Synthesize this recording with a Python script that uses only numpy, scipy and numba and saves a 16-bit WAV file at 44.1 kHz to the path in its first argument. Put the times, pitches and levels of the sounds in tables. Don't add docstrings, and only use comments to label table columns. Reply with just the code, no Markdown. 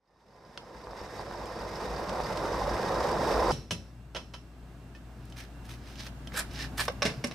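import sys
import numpy as np
from scipy import signal
from scipy.fft import rfft, irfft, next_fast_len
from scipy.io import wavfile
from numba import njit

SR = 44100
rng = np.random.default_rng(int(sys.argv[2]) if len(sys.argv) > 2 else 0)


def dump_mix(stems):
    frames = np.atleast_2d(stems).T
    limited = np.clip(frames, -1, 1)
    pcm = np.round(limited * 32767).astype(np.int16)
    wavfile.write(sys.argv[1], SR, pcm)


N = 323910
TIME = np.arange(N) / SR
FREQ = np.maximum(np.fft.rfftfreq(2 * next_fast_len(N // 2 + SR // 8), 1 / SR), 1)

SHUT_S, DRAIN_S = 3.514, 0.0025
OPEN_S, SQUEEZE_S, PART_OPEN_DB = 1.0, 0.2, -1
CHURN_DB, CHURN_DB_PER_S = -29.5, 1.42
BRIM_DB, BRIM_S = 4, 0.28
SURGE_DB, SURGE_POINTS_PER_S = 0.6, 13
SPRAY_DB = -42.5
SPATTER_DB = -12

# frequency in Hz, density in dB per Hz.
SPRAY_COLOUR = [(1470, 3.5), (2500, -1), (3320, -5.5), (3660, 0), (4320, -5), (4620, -1), (5290, 1.5),
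                (6780, -11), (8810, -13), (10400, -21), (12400, -16), (14200, -30), (15000, -53)]
# frequency in Hz, width in Hz, level in dB.
NECK_MODES = [(1640, 40, 16.5), (1817, 53, 16.5), (2020, 40, 13.5), (3820, 63, 6), (4630, 48, 10.5),
              (5200, 130, -14), (5590, 66, -26), (7060, 230, -13), (7660, 150, -12), (8760, 150, -17)]
# peak time in seconds, length in seconds, gain in dB.
SPRAY_SPURTS = [(1.01, 0.044, 2), (1.15, 0.043, 3), (3.089, 0.0065, 5.5)]
# start in seconds, level in dB, top frequency in Hz.
FUEL_SPITS = [(1.457, -46, 7860), (2.093, -36, 5800), (2.3245, -44, 6500), (2.373, -36.5, 5760),
              (2.766, -36.5, 2370), (3.0705, -42, 6500)]
# start in seconds, level in dB, pitch in Hz.
PIPE_GULPS = [(0.871, -29, 1000), (.933, -29, 990), (1.015, -25.5, 560), (1.195, -23.5, 920),
              (1.202, -25, 765), (1.312, -26.5, 997), (2.203, -15, 840), (2.442, -21, 865),
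              (2.549, -19, 900), (3.38, -15, 800), (3.509, -27, 800)]


def fuel():
    to_go = np.maximum(SHUT_S - TIME, 0)
    lever_db = PART_OPEN_DB * np.clip((OPEN_S - TIME) / SQUEEZE_S, 0, 1)
    flow_db = lever_db + BRIM_DB * np.exp(-to_go / BRIM_S)
    valve = np.exp(-np.maximum(TIME - SHUT_S, 0) / DRAIN_S)
    flutter = walk(55)

    churn_db = CHURN_DB - CHURN_DB_PER_S * to_go + flow_db
    churn_db = churn_db + 1.0 * flutter + SURGE_DB * walk(SURGE_POINTS_PER_S)
    liquid = (churn() * undb(churn_db) + hose()) * fade_in()

    spurt_db = sum(db * swell(s, length, 0) for s, length, db in SPRAY_SPURTS)
    spray_db = SPRAY_DB + flow_db + spurt_db + 0.6 * walk(21.7)
    drops = clicks(7000, spread_db=1.5) * undb(spray_db + 0.07 * flutter + 1.66 * walk(130)) * fade_in()
    neck = undb(-5.5) * unit(np.abs(resonances(NECK_MODES)))
    spray = colour(drops, unit(np.hypot(unit(shape(SPRAY_COLOUR)), neck)))
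    pings = spatter() * undb(spray_db + SPATTER_DB) * fade_in()

    spits = sum(snaps([(s, db)], low_hz=1550, high_hz=top_hz, decay=.004) for s, db, top_hz in FUEL_SPITS)
    gulps = sum(gulp(*row) for row in PIPE_GULPS)
    return valve * (liquid + spray + pings) + spits + gulps


GURGLE_DB = -9.5
# frequency in Hz, density in dB per Hz.
CHURN_COLOUR = [(20, -38), (54, 11), (86, -14.5), (190, -16.5), (282, -10.5), (504, 0), (634, -3),
                (1020, -5), (1460, -14), (2900, -37.5), (3770, -58), (6380, -120)]
# frequency in Hz, width in Hz, level in dB.
PIPE_MODES = [(340, 22, 0.5), (490, 40, -12.5), (926, 30, -5), (1025, 38, -4.5), (1602, 22, -5.5),
              (1880, 6.7, 12), (2030, 10, -15)]


def churn(low_hz=260, high_hz=2800, cycles=11, spread_db=1.5, glide=0.025, rush_db=-2, count=9000):
    when, pitch, life, size = rng.random((count, 4)).T
    hz = low_hz * (high_hz / low_hz) ** pitch
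    strength = undb(-spread_db * np.log(np.maximum(size, .02))) * hz
    crowd = bubbles((when * N).astype(int), hz, cycles * (.5 + life), strength, np.full(count, float(glide)))
    rush = band(rng.standard_normal(N), 96, 2000, order=2)
    filling = np.minimum(TIME / SHUT_S, 1)
    liquid = unit(crowd) + undb(GURGLE_DB) * gurgles() * filling + undb(rush_db) * unit(rush)
    pipe = shape(CHURN_COLOUR) * shape([(200, 4.8), (350, 0.64)]) * (1 + resonances(PIPE_MODES))
    return unit(colour(liquid, pipe))


def gurgles(low_hz=520, high_hz=1296, cycles=23, count=200):
    when, pitch, size, slide = rng.random((count, 4)).T
    hz = low_hz * (high_hz / low_hz) ** pitch
    glide = 0.24 * (2 * slide - 1)
    return unit(bubbles((when * N).astype(int), hz, cycles * (.5 + size), undb(9 * size), glide))


def spatter(low_hz=4530, high_hz=5530, cycles=62, count=420):
    when, pitch, size = rng.random((count, 3)).T
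    hz = low_hz * (high_hz / low_hz) ** pitch
    return unit(bubbles((when * N).astype(int), hz, cycles * (.5 + size), size ** 2, np.zeros(count)))


@njit
def bubbles(start, hz, cycles, size, glide):
    out = np.zeros(N)
    for k in range(len(start)):
        length, phase = int(cycles[k] * SR / hz[k]), 0.
        for i in range(min(length, N - start[k])):
            age = i / length
            phase += 2 * np.pi * hz[k] * (1 + glide[k] * age) / SR
            out[start[k] + i] += size[k] * np.exp(-5 * age) * np.sin(phase)
    return out


def gulp(s, db, hz, decay=0.0012):
    t = np.maximum(TIME - s, 0)
    return undb(db) * np.exp(-t / decay) * np.sin(2 * np.pi * hz * t)


HOSE_DB, PUMP_HZ = -42, 48.75
# frequency in Hz, density in dB per Hz.
HOSE_RUMBLE = [(15, -8), (28, -21), (60, -3.5), (190, 7.5), (300, -2), (600, -22), (1500, -62)]
# multiple of its rate, level in dB relative to the rumble.
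PUMP_THROB = [(1, -7), (2, -8.5), (3, -14.5)]


def hose():
    rumble = unit(colour(rng.standard_normal(N), shape(HOSE_RUMBLE)))
    throb = sum(undb(db) * unit(np.sin(2 * np.pi * k * PUMP_HZ * TIME)) * undb(1.2 * walk(3.6))
                for k, db in PUMP_THROB)
    return undb(HOSE_DB) * (rumble + throb)


# start in seconds, level in dB, hardness in dB, thud in dB, decay in seconds.
NOZZLE_BLOWS = [(0.575, -34, -2.5, -55, 0.0019), (3.516, -42.5, 9, -31, 0.013),
                (3.708, -29, 0, -34.5, 0.007), (3.713, -37, 8, -40, 0.011), (3.743, -50, 4, -58, 0.0054),
                (4.148, -39.5, -2.5, -40.5, 0.023), (4.165, -37.5, -2.5, -48, 0.0077),
                (4.192, -61, -12, -53, 0.021), (4.337, -45.5, -2, -46.5, 0.014),
                (4.949, -59, -1, -76, 0.016), (4.97, -65, 1, -76, .008), (5.299, -60, 14, -70, 0.0044),
                (5.323, -46, 2, -70, 0.0022), (5.956, -43.5, 2.5, -70, 0.0028),
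                (6.066, -40.5, -1, -73, 0.0048), (6.272, -40.5, 1, -68, 0.0035)]
# frequency in Hz, width in Hz, level in dB.
HANDLE_MODES = [(550, 140, 0), (972, 19, 5), (1326, 25, 1.5), (1610, 25, -6), (2007, 57, -14),
                (2700, 80, 3.5), (3044, 110, 9), (3360, 28, -3), (4090, 37, -2), (4280, 40, -5),
                (4560, 40, -8), (5200, 120, 4), (5400, 75, -7), (6200, 45, 4)]
# frequency in Hz, level in dB, 60 dB decay in seconds.
METAL_MODES = [(2680, -8, 0.49), (3010, -9, 0.36), (3470, -15, .5), (3880, -7, 0.36), (4102, -4, 0.39),
               (4400, -10, 0.38), (5150, -5, 0.51), (5620, 3, 0.35), (5950, -9, 0.35), (6200, -4, 0.16),
               (8500, -20, 0.35)]


def nozzle():
    return struck(NOZZLE_BLOWS, HANDLE_MODES, METAL_MODES,
                  direct_db=-4.0, shell_db=-1.5, ring_db=-15.5, spread=0.021)


# start in seconds, frequency in Hz, level in dB, decay in seconds.
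HOSE_KICKS = [(3.522, 139, -32, 0.025), (3.588, 148, -38, 0.011), (3.718, 173, -29, 0.018)]


def hose_kicks():
    return sum(boom(*kick) for kick in HOSE_KICKS)


# frequency in Hz, level in dB, decay in seconds.
CLINK_MODES = [(900, -56, .005), (1787, -49.5, 0.017), (2540, -52, 0.011)]


def spout_clink(start_s=4.948):
    return sum(boom(start_s, *mode) for mode in CLINK_MODES)


# start in seconds, level in dB, hardness in dB, thud in dB, decay in seconds,
# boom frequency in Hz, boom level in dB, boom decay in seconds.
HOLSTER_KNOCKS = [(6.320, -49, -6, -71, 0.0029, 500, -65, .015),
                  (6.342, -46, -5, -70, 0.0059, 500, -43, .015),
                  (6.509, -54, 4, -56, 0.015, 496, -57, .015),
                  (6.880, -34, -6.5, -66, 0.0068, 493, -25.5, .01),
                  (6.897, -49, -14, -63, 0.0048, 545, -33, 0.011),
                  (7.0205, -28.5, -2.5, -39.5, 0.01, 571, -25.5, 0.021),
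                  (7.029, -28, 2, -42, 0.0037, 447, -35, .015),
                  (7.0513, -30.5, 4.5, -38, 0.016, 215, -20.5, 0.0082),
                  (7.053, -44, 4, -48, .004, 440, -23, .006),
                  (7.0551, -32.5, 1, -43, 0.0055, 655, -29, .012),
                  (7.074, -43, -2, -45, 0.024, 416, -31.5, 0.019),
                  (7.102, -51, -4, -52, .012, 290, -35, .015),
                  (7.138, -60, 0, -54, 0.0074, 647, -44, 0.013),
                  (7.175, -67, -7, -58, .008, 130, -33, .035),
                  (7.240, -36, -2, -43.5, 0.0077, 570, -29.5, 0.016),
                  (7.243, -33.5, 12, -49, 0.0041, 241, -25.5, 0.018),
                  (7.270, -48.5, 18, -69, .0054, 138, -45, .015),
                  (7.311, -44.5, 0, -70, 0.0084, 660, -42, .015),
                  (7.319, -49, -2, -60, 0.0037, 650, -48, .015)]
# frequency in Hz, width in Hz, level in dB.
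HOLSTER_MODES = [(260, 26, -2), (494, 56, -6), (580, 190, 5), (784, 36, 0), (1130, 81, 5), (1562, 51, 5),
                 (1750, 92, 4), (2060, 230, 5.5), (2210, 140, 1), (2700, 180, 2.5), (3720, 420, -0.5),
                 (4700, 32, -5), (5370, 300, 5.5)]
# frequency in Hz, level in dB, 60 dB decay in seconds.
PANEL_MODES = [(136.5, 14, 0.64), (185, 6, 0.9), (241, -7, 0.54), (413, 6, 0.29), (464, 9, 0.32),
               (645, 8.5, 0.31), (1110, 14, 0.18), (1570, 10, 0.2), (2130, 1, 0.4), (2770, 13, 0.19),
               (4400, 5, 0.29), (5230, 3, 0.42)]


def holster():
    knocks = struck(HOLSTER_KNOCKS, HOLSTER_MODES, PANEL_MODES,
                    direct_db=-4.5, shell_db=-3, ring_db=-14.5, spread=0.12)
    return knocks + sum(boom(s, hz, db, decay) for s, *_, hz, db, decay in HOLSTER_KNOCKS)


SPOT_DB = 2


def struck(blows, shell, modes, direct_db, shell_db, ring_db, spread):
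    out = np.zeros(2 * N)
    for s, db, hardness_db, thud_db, decay, *_ in blows:
        crack = blow(db, hardness_db, thud_db, decay)
        size, start = len(crack), int(s * SR)
        spot = [(hz, width, mode_db + SPOT_DB * rng.uniform(-0.66, 1)) for hz, width, mode_db in shell]
        f = np.maximum(np.fft.rfftfreq(size, 1 / SR), 1)
        response = undb(direct_db) + undb(shell_db) * resonances(spot, f)
        ring = undb(thud_db + ring_db) * ringing(modes, TIME[:size], spread)
        out[start:start + size] += irfft(rfft(crack) * response) + ring
    return out[:N]


RATTLE_PER_S, RATTLE_DB = 700, -3
TICK_DB, TICK_PER_HARDNESS = -9.5, 1
KNOCK_TOP_HZ, KNOCK_OCT_PER_DB = 1980, .07


def blow(db, hardness_db, thud_db, decay, thud_s=0.078, rattle_db=-17, rattle_s=0.04, chatter_db=3,
         size=SR // 2):
    t = TIME[:size]
    thud, *contact = rng.standard_normal((4, size))
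    taps = unit((rng.random(size) < RATTLE_PER_S / SR) * rng.choice([-1, 1], size))
    loose = min(undb(RATTLE_DB), 1) * np.minimum(t / rattle_s, 1)
    knock, clank, tick = np.sqrt(1 - loose) * np.array(contact) + np.sqrt(loose) * taps

    rattle = undb(rattle_db) * np.exp(-t / (rattle_s * min(decay / 0.01, 1)))
    crack = (np.exp(-t / decay) + rattle) * (1 - np.exp(-t / 0.0003))
    crack = crack * undb(chatter_db * walk(326)[:size] * np.minimum(t / 0.0085, 1))

    knock_top_hz = KNOCK_TOP_HZ * 2 ** (KNOCK_OCT_PER_DB * hardness_db)
    knock = undb(-hardness_db) * unit(band(knock, 290, knock_top_hz))
    clank = unit(band(clank, 2190, 5870, order=4))
    tick = undb(TICK_DB + TICK_PER_HARDNESS * hardness_db) * unit(band(tick, 4700, 10300, order=2))
    body = undb(db) * crack * (knock + clank + tick)
    thud = unit(band(thud, 56, 220, order=2)) * np.exp(-t / thud_s) * (1 - np.exp(-t / 0.0047))
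    return body + undb(thud_db) * thud


RING_RISE_CYCLES = 5
# frequency in Hz, density in dB per Hz.
WASH_COLOUR = [(400, -19), (900, -1), (3500, -4.5), (6000, -5), (7500, -13), (12000, -16), (15000, -34)]


def ringing(modes, t, spread, wash_db=-1, wash_t60=0.49):
    f = np.fft.rfftfreq(len(t), 1 / SR)
    noise, weak = rfft(rng.standard_normal((2, len(t))))
    clusters = 0
    for hz, db, t60 in modes:
        cluster = unit(irfft(noise / (1 + ((f / hz - 1) / spread) ** 4)))
        rise = 1 - np.exp(-t * hz / RING_RISE_CYCLES)
        clusters = clusters + cluster * undb(db - 60 * t / t60) * rise
    wash = unit(irfft(weak * np.interp(f, FREQ, shape(WASH_COLOUR)))) * undb(wash_db - 60 * t / wash_t60)
    return clusters / np.sqrt(2) + wash


def boom(s, hz, db, decay, rise_s=0.0013):
    t = np.maximum(TIME - s, 0)
    return undb(db) * (1 - np.exp(-t / rise_s)) * np.exp(-t / decay) * np.sin(2 * np.pi * hz * t)


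SING_HOLD, HISS_HOLD = 1.04, 0.52
SING_BEND = 0.063
OVERTONE_RATIO, OVERTONE_DB = 1.465, -11
# peak time in seconds, length in seconds,
# grating in dB, hiss in dB, singing pitch in Hz, singing in dB.
SPOUT_SCRAPES = [(6.383, 0.025, -33.5, -34.5, 1600, -36.5), (6.43, 0.023, -63, -75, 1440, -49),
                 (6.615, 0.037, -49, -73, 1790, -42.5), (6.805, 0.017, -29, -48, 1726, -33)]
# frequency in Hz, density in dB per Hz.
GRATE_COLOUR = [(300, -17), (600, -4.5), (1400, -4), (1700, -1), (1950, -10), (2350, -10), (5350, -7),
                (6400, -18), (8600, -15), (12900, -22), (15000, -30)]
# frequency in Hz, density in dB per Hz.
HISS_COLOUR = [(5500, -17), (7200, -1), (8800, -2), (11000, -7), (13500, -7), (15000, -24)]
# frequency in Hz, width in Hz, level in dB.
TUBE_MODES = [(840, 40, -6), (1290, 38, -1), (2110, 45, -5), (2330, 49, 8), (2870, 45, 2), (3750, 90, -5)]


def spout_scrapes():
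    catches = clicks(2200, spread_db=1.0) * undb(2.6 * walk(170))
    grate = unit(colour(catches, shape(GRATE_COLOUR) * (1 + resonances(TUBE_MODES))))
    hiss = unit(colour(catches, shape(HISS_COLOUR)))
    waver, upper = (unit(1 + .5 * walk(150)) * np.exp(1j * 2.0 * walk(290)) for _ in range(2))
    out = 0
    for s, length, grate_db, hiss_db, sing_hz, sing_db in SPOUT_SCRAPES:
        bent_hz = sing_hz * (1 + SING_BEND * (swell(s, length, 0) - .75))
        phase = 2 * np.pi * np.cumsum(bent_hz) / SR
        overtone = undb(OVERTONE_DB) * upper * np.exp(1j * OVERTONE_RATIO * phase)
        sing = unit((waver * np.exp(1j * phase) + overtone).real)
        out = out + grate * swell(s, length, grate_db)
        out = out + hiss * swell(s, length * HISS_HOLD, hiss_db)
        out = out + sing * swell(s, length * SING_HOLD, sing_db)
    return out


# peak time in seconds, length in seconds, level in dB, relative grit treble in dB.
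SHOE_SCUFFS = [(5.371, 0.0086, -50, -13), (5.391, 0.015, -45, -11.5), (5.427, 0.026, -49, -14),
               (5.658, 0.011, -51.5, -8), (5.717, 0.032, -44.5, -11.5), (5.905, 0.036, -52, -12),
               (6.02, 0.034, -54, -11), (6.064, 0.019, -44, -12), (6.355, 0.021, -39.5, -10),
               (6.78, 0.0065, -33, -6), (6.842, 0.025, -38, -8)]
# frequency in Hz, density in dB per Hz.
SOLE_COLOUR = [(290, -31), (500, -13), (1410, -11.5), (1700, -6), (1960, -7.5), (6390, -13), (8610, -6.5),
               (15000, -14.5)]
# frequency in Hz, width in Hz, level in dB.
RASP_MODES = [(527, 89, -23), (850, 46, -21), (1300, 47, 3), (1580, 62, -4), (1740, 40, -6),
              (2400, 190, -22), (4970, 1200, -31)]
# start in seconds, level in dB.
GRIT_SNAPS = [(5.255, -56), (5.387, -57), (6.535, -47), (6.852, -41), (6.883, -39), (6.922, -53),
              (7.145, -64)]


def shoes():
    stick_slip = clicks(1500, spread_db=1.2) * undb(2.6 * walk(200))
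    grit = unit(colour(stick_slip, shape(SOLE_COLOUR) * (1 + resonances(RASP_MODES))))
    treble = colour(grit, shape([(5500, -40), (6800, 0)]))
    press = sum(swell(*stroke) for *stroke, treble_db in SHOE_SCUFFS)
    sharp = sum(swell(*stroke) * undb(treble_db) for *stroke, treble_db in SHOE_SCUFFS)
    grains = snaps(GRIT_SNAPS, low_hz=4500, high_hz=13000, decay=0.002)
    return (grit - treble) * press + treble * sharp + grains


# peak time in seconds, length in seconds, level in dB.
RUB_STROKES = [(5.295, 0.1, -67), (5.426, 0.037, -63), (5.877, 0.095, -59.5), (6.006, 0.028, -45),
               (6.457, 0.12, -60), (6.56, 0.024, -47), (6.615, 0.032, -38.5)]
# frequency in Hz, density in dB per Hz.
RUB_COLOUR = [(820, -7), (1400, -9), (1720, 0), (2020, -7), (2490, -6), (4740, -2.5), (5190, -1),
              (7130, -15.5), (13900, -24.5), (15000, -34)]


def rubbing():
    catches = clicks(1800, spread_db=-2.0) * undb(2.2 * walk(160))
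    drag = unit(colour(catches, shape(RUB_COLOUR) * (1 + resonances(TUBE_MODES))))
    return drag * sum(swell(*stroke) for stroke in RUB_STROKES)


WHISTLE_HZ, WHISTLE_DB = 7890, -86
# time in seconds, hum in dB, traffic in dB.
FORECOURT_LEVELS = [(3.4, -49, -59), (3.9, -50, -55), (6, -46, -47), (6.8, -42.5, -43.5), (7.34, -52, -46)]
# frequency in Hz, relative level in dB, waver in dB, phase wander in radians.
HUM_TONES = [(58.6, -1, 1, .04), (120.3, -9.5, 4, 0.65)]
# frequency in Hz, density in dB per Hz.
TRAFFIC_COLOUR = [(12, -64), (20, -36), (44, -4), (68, -6), (85, -8.5), (119, -7), (215, -10.5), (268, -11),
                  (524, -23), (674, -19.5), (942, -25), (1650, -27.5), (1790, -31.5), (2800, -36),
                  (15800, -51)]
# frequency in Hz, width in Hz, level in dB.
WHINE_MODES = [(123.7, 7.9, 1), (201, 9.7, -8.5), (256, 24, -10.5), (1670, 97, -15), (2740, 6.4, 14)]


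def forecourt():
    hum_db, traffic_db = curves(FORECOURT_LEVELS)
    hum = 0
    for hz, db, waver, wander in HUM_TONES:
        tone = unit(np.sin(2 * np.pi * hz * TIME + wander * walk(9.6)))
        hum = hum + undb(db + waver * walk(11.0)) * tone
    air = shape(TRAFFIC_COLOUR) * shape([(35, 6.0), (58, -10.5), (85, 3.5)]) * (1 + resonances(WHINE_MODES))
    mid, side = (unit(colour(rng.standard_normal(N), air)) * undb(traffic_db + 0.66 * walk(6.8))
                 for _ in range(2))
    side = colour(side, shape([(150, -18.5), (700, -11.0), (2500, -2.0)]))
    whistle = undb(WHISTLE_DB) * unit(np.sin(2 * np.pi * WHISTLE_HZ * TIME + 5 * walk(25)))
    return fade_in() * (undb(hum_db) * hum + whistle + mid + side * np.array([[1], [-1]]))


def fade_in(start_db=-50, fade_s=2.9, power=1.265):
    return undb(start_db) + np.minimum(TIME / fade_s, 1) ** power


def echoes(x, t60, delay):
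    t = TIME[:SR]
    tail = rng.standard_normal(SR) * undb(-60 * t / t60) * (t >= delay)
    return signal.fftconvolve(x, tail / np.linalg.norm(tail))[:N]


def swell(s, length, db, release=1.25):
    out, near = np.zeros(N), np.abs(TIME - s) < 4 * length
    t = TIME[near] - s
    out[near] = undb(db) * np.exp(-np.abs(t / np.where(t < 0, length, length * release)) ** 2.15)
    return out


def snaps(table, low_hz, high_hz, decay):
    envelope = sum(undb(db) * (TIME >= s) * np.exp(-np.abs(TIME - s) / decay) for s, db in table)
    return envelope * unit(band(rng.standard_normal(N), low_hz, high_hz, order=2))


def clicks(rate, spread_db):
    size = undb(spread_db * np.minimum(rng.exponential(size=N), 4))
    return unit((rng.random(N) < rate / SR) * size * rng.choice([-1, 1], N))


def walk(rate):
    points = rng.standard_normal(N // 100)
    return np.interp(TIME * rate, np.arange(len(points)), points)


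def curves(table):
    s, *columns = np.transpose(table)
    return [np.interp(TIME, s, c) for c in columns]


def shape(points, axis=1):
    points = np.array(points)
    return undb(np.interp(np.log(FREQ), np.log(points[:, 0]), points[:, axis]))


def resonances(modes, f=FREQ):
    return sum(undb(db) / (1 + 1j * (f ** 2 - hz ** 2) / (f * width)) for hz, width, db in modes)


def colour(x, response):
    return irfft(rfft(x, 2 * (len(FREQ) - 1)) * response)[..., :N]


def band(x, low_hz, high_hz, order=3):
    edges = [low_hz, min(high_hz, SR / 2 - 1)]
    return signal.sosfilt(signal.butter(order, edges, "band", fs=SR, output="sos"), x)


def undb(db):
    return 10 ** (np.asarray(db) / 20)


def unit(x):
    return x / np.sqrt(np.mean(x ** 2) + 1e-30)


# frequency in Hz, side level in dB, left minus right in dB.
PORT_COLOUR = [(60, -41, 2.5), (204, -17, 1.5), (454, -13, -1.5), (1270, -12, -2.5), (2340, -3.5, -2.5),
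               (5300, -8, -3), (9500, 0.5, -1.5), (15000, -14, 0.5)]


def scene():
    near = fuel() + nozzle() + hose_kicks() + spout_clink() + holster() + spout_scrapes() + shoes() + rubbing()
    side = colour(echoes(near, t60=.12, delay=.0003), shape(PORT_COLOUR))
    reflected = colour(near, shape([(200, -9.0), (700, -8.5), (5000, -8.0), (12000, -6)]))
    canopy = np.array([echoes(reflected, t60=0.34, delay=0.023) for _ in range(2)])
    return near + side * np.array([[1], [-1]]) + undb(-16) * canopy + forecourt()


def record(dry, ceiling=0.32, top_hz=15500):
    balance = np.sqrt(shape(PORT_COLOUR, axis=2))
    heard = ceiling * np.tanh(colour(dry, np.array([balance, 1 / balance])) / ceiling)
    return signal.sosfilt(signal.ellip(10, .2, 80, top_hz, fs=SR, output="sos"), heard)


dry = scene()
out = record(dry)
dump_mix(out)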